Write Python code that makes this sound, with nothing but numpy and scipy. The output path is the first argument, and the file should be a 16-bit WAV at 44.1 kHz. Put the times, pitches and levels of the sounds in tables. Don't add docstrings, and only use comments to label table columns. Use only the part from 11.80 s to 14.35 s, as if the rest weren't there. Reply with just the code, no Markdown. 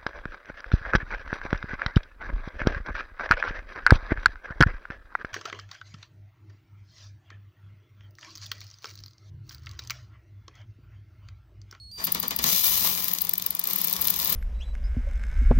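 import sys
import numpy as np
from scipy import signal
from scipy.fft import rfft, irfft
from scipy.io import wavfile

SR = 44100
rng = np.random.default_rng(int(sys.argv[2]) if len(sys.argv) > 2 else 0)


def master_out(mix):
    frames = np.transpose(np.atleast_2d(mix))
    ceiling = np.clip(frames, -1, 1)
    pcm = np.round(ceiling * 32767).astype(np.int16)
    wavfile.write(sys.argv[1], SR, pcm)


N = 112455
T = np.arange(N) / SR

# (frequency [Hz], left [dB], right [dB])
TOOL_COLOUR = [(194, -7.5, -24.5), (500, -12, -15.5), (990, -6, -15), (1350, -7.5, -14), (1660, -18, -13),
               (1713, -7, -16.5), (2540, -7.5, -12), (2606, -12.5, -17), (3070, -4.5, -10),
               (3200, -18.5, -13.5), (3380, -5.5, -9.5), (4650, -4.5, -7), (5200, -10, -2),
               (5060, -8, -20.5), (6000, -5.5, -13.5), (6900, -5, -25), (7330, -22, -21), (7360, -9, -34),
               (9640, -11, -16.5), (9300, -16.5, -22.5), (11090, -8, -15.5), (11820, -4.5, -7),
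               (12530, -4, -18), (13150, -0.5, -4), (14960, -3.5, -30), (15800, -1, -16)]
# (time [s], clack level [dB], rattle level [dB]), before filtering
STROKES = [(0.271, -15, -19), (.349, -12, -17.5), (0.4305, -15.5, -17.5), (0.509, -15.5, -18),
           (0.5904, -15, -19), (0.642, -6.5, -16.5)]
BASS_LIKENESS, LOW_LIKENESS, MID_LIKENESS = .97, .75, .2
CLACK_RISE_S, SNAP_RISE_S = .0017, .0005
RATTLE_RISE_S, RATTLE_LAG_S = .0034, .0031


def from_db(db):
    return 10 ** (np.asarray(db) / 20)


def rms_one(x):
    return x / np.sqrt(np.mean(x ** 2) + 1e-20)


def in_time(rows):
    s, *columns = np.transpose(rows)
    return [np.interp(T, s, column) for column in columns]


def butter(x, hz, kind, order=2):
    hz = np.clip(hz, 10, SR / 2 - 100)
    return signal.sosfilt(signal.butter(order, hz, kind, fs=SR, output="sos"), x)


def drift(rate):
    return rms_one(butter(rng.standard_normal(N), rate, "low"))


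def noise(likeness=0):
    share = np.clip(likeness, 0, 1)
    common = np.sqrt(share) * rng.standard_normal(N)
    return common + np.sqrt(1 - share) * rng.standard_normal((2, N))


def coloured(x, points, size=4096):
    hz, *sides = np.transpose(points)
    grid = np.log(np.maximum(np.arange(size // 2 + 1) * SR / size, 1))
    near = grid + .02 * np.linspace(-1, 1, 10)[:, None]
    curves = [np.interp(near, np.log(hz), db).mean(axis=0) for db in sides]
    cepstrum = irfft(np.log(from_db(curves)))
    cepstrum[:, 1:size // 2] *= 2
    cepstrum[:, size // 2 + 1:] = 0
    response = irfft(np.exp(rfft(cepstrum)))
    response = response / np.sqrt(np.sum(response ** 2) / len(sides))
    return signal.fftconvolve(x, response, axes=1)[:, :N]


def burst(s, rise, decay):
    distance = np.maximum((s - T) / rise, (T - s) / decay)
    return np.exp(-np.minimum(distance, 40))


def delayed(side, ms):
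    return np.pad(side, (round(ms * SR / 1000), 0))[:N]


def grinding(likeness=0, grain_db=1):
    grains_hz = 670
    hiss = noise(likeness)
    grain = np.minimum(drift(grains_hz), 2)
    return rms_one(hiss * from_db(grain_db * grain))


def motor_whine():
    # (time [s], pitch [Hz], level [dB]), before the waver and the partials' own levels
    whine = [(0, 4344, -45.5), (.112, 4330, -47.5), (.119, 4693, -41), (.232, 4733, -37.5),
             (.245, 4735, -46.5), (.31, 4735, -40), (.33, 4700, -47), (.56, 4730, -49), (.63, 4736, -60)]
    # (multiple of the pitch, left [dB], right [dB], extra growth with the drive level [dB per dB])
    partials = [(1, -2, 1, 0), (2, -19, -28, -.4), (3, -12, -23, 3)]
    waver_db, waver_hz, loaded_s = 5.5, 51, .2
    full_db = -39
    hz, db = in_time(whine)
    phase = 2 * np.pi * np.cumsum(hz) / SR
    level = from_db(db + waver_db * drift(waver_hz) * (T > loaded_s))
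    tone = 0
    for multiple, left, right, growth in partials:
        gain = from_db(np.array([[left], [right]]) + growth * (db - full_db))
        tone = tone + gain * np.sin(multiple * phase)
    return level * tone


def bass(curve, colour, db):
    return from_db(in_time(curve)[0] + db) * rms_one(coloured(noise(BASS_LIKENESS), colour))


def rumble():
    rumble_levels = [(0, -50.5), (.5, -54), (.64, -48), (.8, -51.5), (1.05, -48), (1.2, -55), (1.6, -55.5),
                     (1.75, -61.5), (2.12, -66), (2.2, -50), (2.55, -50)]
    # (frequency [Hz], level [dB])
    rumble_colour = [(15, -65), (45, -4), (56, -6.5), (68, 7.5), (82, -8.5), (103, 1), (135, -16),
                     (300, -32), (8000, -63)]
    return bass(rumble_levels, rumble_colour, -.5)


def steel(x):
    count, low_hz, high_hz, width_hz, ring_db = 48, 3100, 6700, 28, -5.5
    pitches = np.linspace(low_hz, high_hz, count)
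    spacing = pitches[1] - pitches[0]
    pitches = pitches + spacing * rng.uniform(-.3, .39, count)
    ring = 0
    for hz in pitches:
        sign = rng.choice([-1, 1])
        ring = ring + sign * signal.lfilter(*signal.iirpeak(hz, hz / width_hz, fs=SR), x)
    strength = np.std(butter(x, (low_hz, high_hz), "band"))
    return x + from_db(ring_db) * strength * rms_one(ring)


def gears():
    # (time [s], low rattle [dB], mid whirr [dB], treble [dB]), before the flutter and ringing
    whirr = [(.105, -89, -76, -77), (.16, -68, -61, -60), (.19, -47, -44, -63), (0.229, -38.5, -42.5, -39),
             (.25, -53, -44, -46), (.575, -52.5, -50, -47), (.62, -71, -42, -49), (0.667, -34.5, -26, -21),
             (.75, -43, -29, -23), (.82, -45, -29.5, -22), (.86, -38.5, -28.5, -19), (1.0, -41, -30, -23),
             (1.06, -35, -29, -21.5), (1.118, -42.5, -33.5, -26), (1.3, -43.5, -38, -31),
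             (1.41, -49.5, -44, -38.5), (1.48, -48.5, -44.5, -43.5), (1.83, -49, -45.5, -48.5),
             (1.87, -42, -38, -34.5), (2.06, -44.5, -36.5, -34), (2.19, -42, -39, -34.5),
             (2.32, -43.5, -37, -33), (2.55, -39.5, -32, -28.5)]
    # (lowest [Hz], highest [Hz])
    registers = [(230, 2300), (2300, 10000), (10000, 17000)]
    # (time [s], head strokes [per s])
    speed = [(.62, 12.6), (.68, 65), (1.0, 73), (1.15, 42), (1.45, 23.5), (1.83, 22.7), (1.9, 35),
             (2.55, 36)]
    turns_per_stroke, pulse_db = 4, .5
    flutter_db, flutter_hz = 1.85, 79
    howl_hz, howl_width_hz, howl_right_db = 6270, 1060, -14
    howl_db, howl_growth, full_db = -26.5, 4.5, -26

    turns = turns_per_stroke * np.cumsum(in_time(speed)[0]) / SR
    pulse = pulse_db * np.cos(2 * np.pi * turns)
    flutter = rms_one(from_db(flutter_db * drift(flutter_hz) + pulse))
    levels = in_time(whirr)
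    grind = 0
    for band, db, likeness in zip(registers, levels, (LOW_LIKENESS, MID_LIKENESS, 0)):
        register = butter(coloured(grinding(likeness), TOOL_COLOUR), band, "band", order=4)
        grind = grind + from_db(db) * rms_one(register)
    howl_band = (howl_hz - howl_width_hz / 2, howl_hz + howl_width_hz / 2)
    howl = rms_one(butter(noise(), howl_band, "band"))
    howl = howl * from_db(howl_db + howl_growth * (levels[1] - full_db))
    howl = howl * from_db([[0], [howl_right_db]])
    return steel(flutter * (grind + howl))


def trigger():
    # (frequency [Hz], level [dB])
    tick_colour = [(300, -26), (620, 10), (950, -25), (5000, 0), (12000, -14)]
    tick_s, tick_db, decay_s = .114, -49.5, .0048
    return from_db(tick_db) * burst(tick_s, SNAP_RISE_S, decay_s) * coloured(noise(LOW_LIKENESS), tick_colour)


def thrum():
    thrum_levels = [(.12, -72), (.26, -46.5), (.55, -54.5), (.68, -43.5), (.82, -57), (1.07, -51),
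                    (1.25, -52.5), (1.58, -56.5), (1.78, -61), (2.0, -46), (2.1, -52.5), (2.55, -49)]
    # (frequency [Hz], level [dB])
    thrum_colour = [(60, -58), (125, -12), (152, -7.5), (174, 2.5), (192, 0.5), (222, -13.5), (310, -24.5),
                    (3000, -71)]
    return bass(thrum_levels, thrum_colour, 3.5)


def pawl():
    # (time [s], level [dB] before scrape_db and filtering, swell and fade scale [ms])
    scrape_rows = [(0.242, -15.5, 2), (0.25, -22, 7.1), (.323, -16.5, 3), (0.4006, -20.5, 3.8),
                   (0.4811, -22.5, 3.6), (0.564, -22, 3.2), (.629, -33, 13), (1.244, -24, 1.8),
                   (1.2827, -16, 0.96), (1.315, -28, 2.6), (1.336, -17, 2.5), (1.418, -19.5, 6.2),
                   (1.45, -23, 2.5), (1.494, -18.5, 3.1), (1.5363, -17.5, 2.5), (1.581, -20.5, 2.9),
                   (1.623, -28.5, 6.8), (1.6641, -17.5, 3), (1.7073, -20.5, 3.3), (1.751, -17, 1.45),
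                   (1.7954, -17.5, 3.5), (1.8406, -20, 2.7), (1.874, -18, 2.7), (1.903, -28.5, 8),
                   (1.934, -21, 2.3), (1.961, -19.5, 2.8), (1.986, -25, 7.1), (2.016, -17.5, 2.5),
                   (2.046, -22, 7.6), (2.073, -21.5, 4.3), (2.099, -24, 3.4), (2.129, -19.5, 4.3),
                   (2.2157, -19, 5.7), (2.247, -26, 7.3), (2.2734, -19.5, 4.8), (2.303, -17.5, 5.9),
                   (2.363, -23.5, 3.1), (2.391, -22, 4.5), (2.419, -26.5, 3.7), (2.448, -24, 4.3),
                   (2.475, -19.5, 3.1), (2.501, -21, 7.1), (2.526, -21, 5)]
    # (time [s], level [dB]), before snap_db and filtering
    snap_rows = [(.700, -18), (0.7164, -16), (.731, -21), (.761, -22), (0.774, -17), (0.84, -21),
                 (.858, -17.5), (0.87, -25), (0.927, -20), (0.942, -19), (.996, -26), (1.0085, -16),
                 (1.025, -17), (1.041, -19), (1.055, -29), (1.073, -14.5), (1.131, -25), (1.1504, -19),
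                 (1.176, -19), (1.1987, -28), (1.224, -24), (1.283, -21), (1.35, -22), (1.386, -16),
                 (1.409, -24), (1.4698, -23.5), (1.511, -25.5), (1.555, -24), (1.598, -25), (1.623, -21.5),
                 (1.641, -31), (1.727, -33), (1.768, -29), (1.8146, -26), (1.855, -23), (1.91, -18),
                 (2.014, -34), (2.042, -27), (2.083, -18), (2.111, -20), (2.137, -17.5), (2.165, -16.5),
                 (2.224, -18.5), (2.254, -18), (2.283, -14), (2.311, -34), (2.341, -16.5), (2.4, -15.5),
                 (2.429, -20), (2.458, -18)]
    scrape_db, scrape_edge_hz, scrape_body_db, scrape_grain_db = 9.5, 10200, -13.5, 2.8
    snap_db, snap_decay_s, snap_dull_hz = 5.5, .0011, 15200
    lowest_hz = 3230

    scrape_level = sum(from_db(db + scrape_db) / (1 + ((T - s) * 1000 / ms) ** 2) ** 2.5
                       for s, db, ms in scrape_rows)
    scrapes = grinding(grain_db=scrape_grain_db) * scrape_level
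    edge = butter(scrapes, scrape_edge_hz, "high", order=4)
    body = from_db(scrape_body_db) * butter(scrapes, lowest_hz, "high", order=4)

    snap_level = sum(from_db(db + snap_db) * burst(s, SNAP_RISE_S, snap_decay_s) for s, db in snap_rows)
    snaps = butter(noise(MID_LIKENESS) * snap_level, snap_dull_hz, "low", order=1)
    snaps = butter(snaps, lowest_hz, "high")
    return coloured(edge + body + snaps, TOOL_COLOUR)


def knocks():
    clack_decay_s, clack_edge_hz = .0013, 2600
    rattle_decay_s, rattle_low_hz, rattle_high_hz = .025, 207, 2240
    clack_level = sum(from_db(db) * burst(s, CLACK_RISE_S, clack_decay_s) for s, db, _ in STROKES)
    clacks = butter(grinding() * clack_level, clack_edge_hz, "high", order=1)
    rattle_level = sum(from_db(db) * burst(s + RATTLE_LAG_S, RATTLE_RISE_S, rattle_decay_s)
                       for s, _, db in STROKES)
    rattles = butter(noise(LOW_LIKENESS) * rattle_level, rattle_high_hz, "low", order=1)
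    rattles = butter(rattles, rattle_low_hz, "high")
    return coloured(clacks + rattles, TOOL_COLOUR)


def thuds():
    thud_db, decay_s, band_hz = -41, .028, (150, 270)
    swell = sum(burst(s + RATTLE_LAG_S, RATTLE_RISE_S, decay_s) for s, _, _ in STROKES)
    return from_db(thud_db) * swell * rms_one(butter(noise(BASS_LIKENESS), band_hz, "band"))


def squeaks():
    # (time [s], level [dB])
    chirps = [(.512, -32), (.595, -32)]
    middle_hz, fall_hz_per_s, decay_s = 6150, 300000, .0091
    jitter_hz, jitter_rate_hz = 450, 500
    jitter = jitter_hz * drift(jitter_rate_hz)
    out = 0
    for s, db in chirps:
        falling = middle_hz - fall_hz_per_s * (T - s)
        hz = np.clip(falling, middle_hz / 2, 2 * middle_hz) + jitter
        out = out + from_db(db) * burst(s, CLACK_RISE_S, decay_s) * np.sin(2 * np.pi * np.cumsum(hz) / SR)
    return out


def wall(x):
    # (left delay [ms], right delay [ms], level [dB])
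    reflections = [(2.517, 8.6, -21), (21.54, 10.6, -11)]
    tail_db, tail_decay_s, dull_hz = -10, .008, 7000
    out = x.copy()
    dull = butter(x, dull_hz, "low")
    for *delays, db in reflections:
        out += from_db(db) * np.array([delayed(side, ms) for ms, side in zip(delays, dull)])
    tail = (noise() * np.exp(-T / tail_decay_s))[:, :SR // 4]
    tail = tail / np.sqrt(np.sum(tail ** 2) / 2)
    softer = butter(x, dull_hz, "low", order=1)
    return out + from_db(tail_db) * signal.fftconvolve(softer, tail, axes=1)[:, :N]


def microphones(x):
    right_lag_ms = .32
    return np.array([x[0], delayed(x[1], right_lag_ms)])


def scene():
    tool = microphones(wall(gears() + trigger() + pawl() + knocks() + squeaks()))
    return tool + motor_whine() + rumble() + thrum() + thuds()


def record(dry):
    peak, cutoff_hz = .85, 15800
    rounded = peak * np.tanh(dry / peak)
    return signal.sosfilt(signal.ellip(12, .1, 80, cutoff_hz, fs=SR, output="sos"), rounded)


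dry = scene()
out = record(dry)
master_out(out)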